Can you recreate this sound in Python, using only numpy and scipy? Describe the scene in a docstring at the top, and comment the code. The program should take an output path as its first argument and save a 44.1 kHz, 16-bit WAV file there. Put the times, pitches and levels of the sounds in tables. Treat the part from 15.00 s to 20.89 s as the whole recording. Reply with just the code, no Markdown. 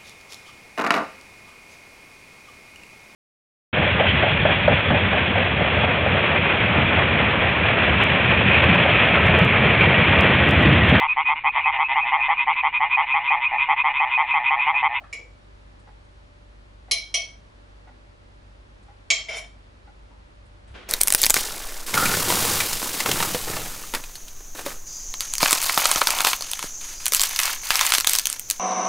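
"""A steel spoon scoops food from a glass jar into a steel bowl, close to a stereo microphone.
It touches the glass once, clinks twice, knocks hard and scrapes; each contact rings the same modes.
The place is a small, hard-walled kitchen, with quick reflections off worktop and cupboards.
Farther off a wall clock ticks and the mains hum; at the end the cook shifts her weight with a rustle."""
import sys
import numpy as np
from scipy import signal
from scipy.fft import rfft, irfft
from scipy.io import wavfile
from scipy.ndimage import uniform_filter1d

SR = 44100
rng = np.random.default_rng(int(sys.argv[2]) if len(sys.argv) > 2 else 0)


def to_wav(s):
    """Save 16-bit WAV."""
    ch = np.atleast_2d(s).T  # columns
    pcm = np.round(np.clip(ch, -1, 1) * 32767)  # PCM
    wavfile.write(sys.argv[1], SR, pcm.astype(np.int16))


N = 259616
T = np.arange(N) / SR
RING_T = T[:32768]  # time axis of one short sound
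LEFT_RIGHT = np.array([[1], [-1]])


def undb(db):
    """Decibels to gain."""
    return 10 ** (np.asarray(db) / 20)


def unit(x):
    """Scale to rms 1."""
    return x / np.sqrt(np.mean(x ** 2))


def burst(x, db):
    """Give a short sound the energy of a tenth of a second at this level."""
    return x * undb(db) / np.sqrt(np.sum(np.mean(x, axis=0) ** 2) * 10 / SR)


def fade(t60):
    """Exponential decay, 60 dB down after t60 seconds."""
    return np.exp(-np.log(1000) * RING_T / t60)


def envelope(t, start, attack_s, hold_s, release_t60, sag_db_per_s=0):
    """Attack, a hold that may sag, and release."""
    age = np.maximum(t - start, 0)
    released = np.maximum(age - attack_s - hold_s, 0)
    held = np.minimum(age / attack_s, 1) * undb(sag_db_per_s * age)
    return held * np.exp(-np.log(1000) * released / release_t60)


def colour(x, points):
    """Filter by a spectrum of (Hz, dB) points."""
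    hz, db = np.transpose(points)
    f = np.fft.rfftfreq(x.shape[-1], 1 / SR)
    gain = undb(np.interp(np.log(f + 1), np.log(hz), db))
    return irfft(rfft(x) * gain, x.shape[-1])


def noise(points):
    """Steady noise with this spectrum, rms 1."""
    return unit(colour(rng.standard_normal(N), points))


def band(x, low_hz, high_hz, order):
    """Causal band-pass."""
    sos = signal.butter(order, [low_hz, min(high_hz, SR * 4 / 9)], "band", fs=SR, output="sos")
    return signal.sosfilt(sos, x)


def wander(turns_per_s):
    """Slow random drift, rms 1."""
    span = int(SR / turns_per_s)
    steps = np.repeat(rng.standard_normal(N // span + 1), span)
    return unit(uniform_filter1d(steps, span)[:N])


def mode(hz, t60):
    """One decaying resonance."""
    return np.sin(2 * np.pi * hz * RING_T) * fade(t60)


def crack(t60, rise_s=0.0024):
    """A dense cloud of small resonances that builds up and dies away."""
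    return rng.standard_normal(len(RING_T)) * fade(t60) * (1 - np.exp(-RING_T / rise_s))


def add(out, start_s, x):
    """Mix a sound in at a time."""
    i = int(start_s * SR)
    out[:, i:i + x.shape[1]] += x[:, :max(N - i, 0)]


def kitchen(tail_db, early_db=6, early_side=0.29):
    """Path from one spot to the microphone: direct sound, worktop and cupboards, then the walls."""
    response = np.zeros((2, len(RING_T)))
    response[:, 0] = 1
    for t60, rise_s, db, side in (0.06, 0.00087, early_db, early_side), (0.33, 0.003, tail_db, 0.47):
        echoes = crack(t60) + side * LEFT_RIGHT * crack(t60)
        echoes *= 1 - np.exp(-RING_T / rise_s)
        response += echoes * undb(db) / np.sqrt(np.sum(echoes[0] ** 2))
    # the walls and the air swallow the top treble sooner
    treble = band(response, 6700, 17000, order=1)
    return response - treble * (1 - fade(0.3))


def at_mic(x, path):
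    """A sound carried through the room to the microphone."""
    return signal.fftconvolve(x[None], path, axes=1)[:, :len(x)]


# Hiss and rumble all round the microphone. Each row: frequency in Hz, relative level in dB.
HISS_SPECTRUM = [(76, -31.5), (130, -1.5), (231, -1), (300, -3), (368, -4), (411, -6.5), (553, -6.5),
                 (596, -8), (745, -10.5), (802, -8.5), (2840, -18), (4270, -20), (4510, -21), (11000, -37),
                 (14300, -63.5), (22000, -120)]
RUMBLE_SPECTRUM = [(15, -13), (30, -1.5), (48, 4), (65, 3.5), (95, -4), (130, -7), (190, -25.5), (400, -44)]
# Stereo width of the hiss. Each row: frequency in Hz, side minus mid in dB.
HISS_WIDTH = [(60, -17.5), (110, 5.5), (190, -5.5), (340, 0.5), (610, 4), (1100, 4.5), (1960, 4.5),
              (3510, 1), (6270, -3.5), (11200, -4)]
# Mains hum, in the centre. Each row: frequency in Hz, level in dB.
HUM_LINES = [(49.1, -51.5), (73, -63.5), (97.5, -59.5), (588, -70.5)]


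def room_tone(hiss_db=-58.5, rumble_db=-56, waver_rad=0.22):
    """The kitchen at rest: diffuse hiss, a low rumble and the wavering hum of an appliance."""
    hiss_gain = undb(hiss_db + 0.21 * wander(2.4))
    mid = noise(HISS_SPECTRUM)
    side = colour(noise(HISS_SPECTRUM), HISS_WIDTH)
    hum = np.zeros(N)
    for hz, db in HUM_LINES:
        peak = np.sqrt(2) * undb(db + wander(2.6))
        hum += peak * np.sin(2 * np.pi * hz * T + waver_rad * wander(11))
    return hiss_gain * (mid + LEFT_RIGHT * side) + hum + undb(rumble_db) * noise(RUMBLE_SPECTRUM)


# Soft, wet smacks at the worktop. Each row: start in seconds, band centre in Hz, level in dB.
FOOD_SMACKS = [(0.005, 825, -55), (0.036, 1310, -54.5), (0.185, 460, -55.5), (0.791, 7600, -77),
               (1.043, 8000, -83), (3.825, 7900, -79), (5.105, 984, -63.5), (5.453, 9500, -77.5),
               (5.674, 7600, -76)]


def food(t60=0.036, band_ratio=1.25):
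    """Wet food lets go of the spoon and lands in the bowl, with plenty of room around it."""
    out = np.zeros((2, N))
    for start, hz, db in FOOD_SMACKS:
        smack = band(crack(t60), hz / band_ratio, hz * band_ratio, order=2)
        add(out, start, burst(at_mic(smack, kitchen(tail_db=8.5)), db))
    return out


def jar_mode(hz, t60, split_hz=26, twin_db=-6, contact_db=-2, contact_t60=0.035, band_ratio=1.13):
    """A glass mode and its beating twin; it dies fast at first, while the spoon is still on the jar."""
    offset_hz, twin = split_hz * rng.choice([-1, 1]), undb(twin_db)
    free = mode(hz - offset_hz * twin ** 2, t60) + twin * mode(hz + offset_hz, t60)
    damped = undb(contact_db) * mode(hz, contact_t60)
    # the wave needs a few cycles to spread round the wall, so the mode swells in without a click
    return band(free + damped, hz / band_ratio, hz * band_ratio, order=2)


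# The jar with the spoon on it. Each row: frequency in Hz, t60 in seconds, then relative level in dB
# for the touch, the first clink, the second clink, the knock and the scrape.
JAR_MODES = [(464.3, 0.045, -19.5, -26.5, -25.5, -25.5, -16), (673, 0.15, -23, -23, -12, -18, -5.5),
             (1134, 0.0072, -24, -26, -22.5, -22, -30), (2060, 0.086, -16.5, -24, -24.5, -13, -26),
             (2223.4, 0.18, -8.5, -14.5, 0, -4.5, -13), (2265, 0.17, -2, -7.5, -10, -0.5, -1.5),
             (2318, 0.08, -6, -33, -29, -10, -1.5), (2555, 0.1, -18, -30.5, -10.5, -16, -18),
             (2924, 0.08, -14.5, -11.5, -23, -18.5, -32), (3177, 0.2, -38, -7.5, -0.5, -5.5, -6),
             (3303, 0.22, -23, -17, -6.5, -24, -33), (3620, 0.13, -38, -29, -36, -23, -12.5),
             (3920, 0.08, -28.5, -15.5, -28, -9.5, -16), (4093, 0.091, -32, -3.5, -36, -19.5, -26),
             (4107, 0.08, -23, -15, -8.5, -18.5, -24), (4393, 0.099, -38, -36.5, -7.5, -9, -17.5),
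             (4850, 0.08, -19.5, -11.5, -26, -24.5, -29), (5260, 0.091, -29, -7, -5, -27, -12.5),
             (5420, 0.09, -16, -8, -25, -7.5, -10.5), (5790, 0.16, -20, -24, 0, -16.5, -14),
             (5850, 0.089, -39, -11, -4, -19.5, -18), (6080, 0.08, -38, -13, -26, -11, -28),
             (6470, 0.08, -22, -17.5, -11, -11.5, -21), (6520, 0.069, -33, -23, -30, -7.5, -30),
             (7100, 0.08, -18, -24.5, -31, -22, -28), (7294, 0.098, -16, -39, -17.5, -7, -16.5),
             (9090, 0.096, -32, -23, -16.5, -21, -22), (9280, 0.06, -24, -20, -11, -26.5, -35),
             (10840, 0.1, -27, -10, -18.5, -37, -28)]
# The touch, two clinks and the knock, close by. Each row: start in seconds, ring level in dB,
# crack level in dB, the crack's lower and upper edges in Hz, tick level in dB.
SPOON_BLOWS = [(0.1272, -39, -54.5, 2280, 7240, -59.5), (1.9113, -26.5, -39.5, 2620, 6520, -34.5),
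               (2.1411, -32, -34.5, 2640, 5900, -42.5), (4.1023, -27, -26.5, 1820, 7230, -50.5)]


def spoon_clinks(crack_t60=0.012):
    """Steel on glass: each blow gives a hard crack, a bright tick and a ring set by where it lands."""
    out = np.zeros((2, N))
    for k, (start, ring_db, crack_db, low_hz, high_hz, tick_db) in enumerate(SPOON_BLOWS):
        # the ring spreads all round the room; the crack reaches the microphone more directly
        wide = kitchen(tail_db=7, early_db=3)
        near = kitchen(tail_db=1, early_db=4.5, early_side=0.27)
        for hz, t60, *place_db in JAR_MODES:
            add(out, start, burst(at_mic(jar_mode(hz, t60), wide), ring_db + place_db[k]))
        impact = band(crack(crack_t60), low_hz, high_hz, order=6)
        tick = band(crack(crack_t60), 4300, 12000, order=3)
        add(out, start, burst(at_mic(impact, near), crack_db))
        add(out, start, burst(at_mic(tick, near), tick_db))
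    return out


# The clock's plastic case, off on the wall. Each row: frequency in Hz, t60 in seconds, relative dB.
CASE_MODES = [(839.5, 0.041, -0.5), (1051, 0.009, -7), (1407, .02, -4.5), (1944, 0.02, -9)]


def wall_clock(first_s=0.873, tock_lag_s=0.011, tick_db=-59.5, rebound_s=0.015, rebound_db=-60.5):
    """Once a second the movement steps and drops into place, ringing the case."""
    out = np.zeros((2, N))
    ring = sum(undb(db) * mode(hz, t60) for hz, t60, db in CASE_MODES)
    click = undb(-7) * band(crack(t60=0.026), 700, 4000, order=2)
    for k, beat in enumerate(np.arange(first_s, T[-1] - tock_lag_s, 1)):
        start = beat + k % 2 * tock_lag_s  # every other step comes a little late
        tick = at_mic(ring + click, kitchen(tail_db=1.5, early_db=5))
        add(out, start, burst(tick, tick_db))
        add(out, start + rebound_s, burst(tick, rebound_db))
    return out


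# Rubbing on the glass and its gritty part. Each row: frequency in Hz, relative level in dB.
RUB_SPECTRUM = [(150, -17), (420, 1.5), (800, 2.5), (1500, 2), (2200, 10.5), (3300, -0.5), (5500, -4.5),
                (8000, -18.5), (11000, -42)]
GRIT_SPECTRUM = [(1500, -60), (3500, -24), (4700, -40), (5250, 14), (6300, 5), (7300, 12), (8000, 4.5),
                 (10000, 5), (11000, 13.5)]
# A graze, the long scrape and a light drag, close by.
# Each row: start in seconds, length in seconds, relative pressure in dB.
SPOON_STROKES = [(4.172, 0.02, -6.5), (4.273, 0.108, -2), (4.412, 0.036, -16.5)]


def spoon_scrape(ring_db=-36.5, rub_db=-38, grit_db=-38, slips_per_s=1200, attack_s=0.016):
    """The spoon's edge sticks and slips along the glass; the tiny slips keep the jar ringing."""
    start = SPOON_STROKES[0][0]
    t = start + RING_T
    pressure = sum(
        undb(db) * envelope(t, onset, attack_s, length - attack_s, release_t60=0.047, sag_db_per_s=-30)
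        for onset, length, db in SPOON_STROKES)
    slipping = rng.random(len(t)) < slips_per_s / SR
    slips = slipping * rng.standard_normal(len(t)) * pressure
    path, out = kitchen(tail_db=3.5), np.zeros((2, N))
    drive = at_mic(slips, path)
    for hz, t60, *place_db in JAR_MODES:
        add(out, start, burst(at_mic(jar_mode(hz, t60), drive), ring_db + place_db[-1]))
    add(out, start, burst(colour(drive, RUB_SPECTRUM), rub_db))
    # the scrape turns gritty as the spoon crosses the rim of the jar
    rim_s, rim_width_s, rim_boost_db = 4.374, 0.021, 32
    over_rim = np.exp(-0.5 * ((t - rim_s) / rim_width_s) ** 2)
    grit = at_mic(slips * undb(rim_boost_db * over_rim), path)
    add(out, start, burst(colour(grit, GRIT_SPECTRUM), grit_db))
    return out


# The cook's rustle and footfall. Each row: frequency in Hz, relative level in dB.
RUSTLE_SPECTRUM = [(88, -30), (150, -9), (239, -6), (267, -19), (343, -3), (620, -7.5), (1060, -10.5),
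                   (1470, -7.5), (2000, -10), (3240, -12), (11000, -43.5), (14300, -74), (22000, -120)]
FOOTFALL_SPECTRUM = [(20, -19), (42, 9), (75, -0.5), (110, -4.5), (170, -20), (400, -49)]
# Her sole and clothes, wide at the microphone. Each row: start in seconds, length in seconds, level in dB.
COOK_RUSTLES = [(5.662, 0.085, -58.5), (5.737, 0.13, -43.5), (5.865, 0.04, -48)]


def cook(step_db=-41, side=0.6, attack_s=0.021):
    """A soft footfall in the centre; sole and clothes rub as she turns."""
    step = undb(step_db) * envelope(T, start=5.685, attack_s=0.02, hold_s=0.028, release_t60=0.2)
    turn = sum(
        undb(db) * envelope(T, start, attack_s, length - attack_s, release_t60=0.1, sag_db_per_s=-63)
        for start, length, db in COOK_RUSTLES)
    rub = noise(RUSTLE_SPECTRUM) + side * LEFT_RIGHT * noise(RUSTLE_SPECTRUM)
    flutter = undb(0.93 * wander(100))
    return turn * rub * flutter + step * noise(FOOTFALL_SPECTRUM)


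def scene():
    """From the microphone's spot: spoon and jar in front, the quieter sounds behind them."""
    return spoon_clinks() + spoon_scrape() + wall_clock() + food() + cook() + room_tone()


def record(dry):
    """The camera's microphone cuts the top octave."""
    top_hz = 11150
    return signal.sosfilt(signal.ellip(10, 0.2, 70, top_hz, fs=SR, output="sos"), dry)


dry = scene()
out = record(dry)
to_wav(out)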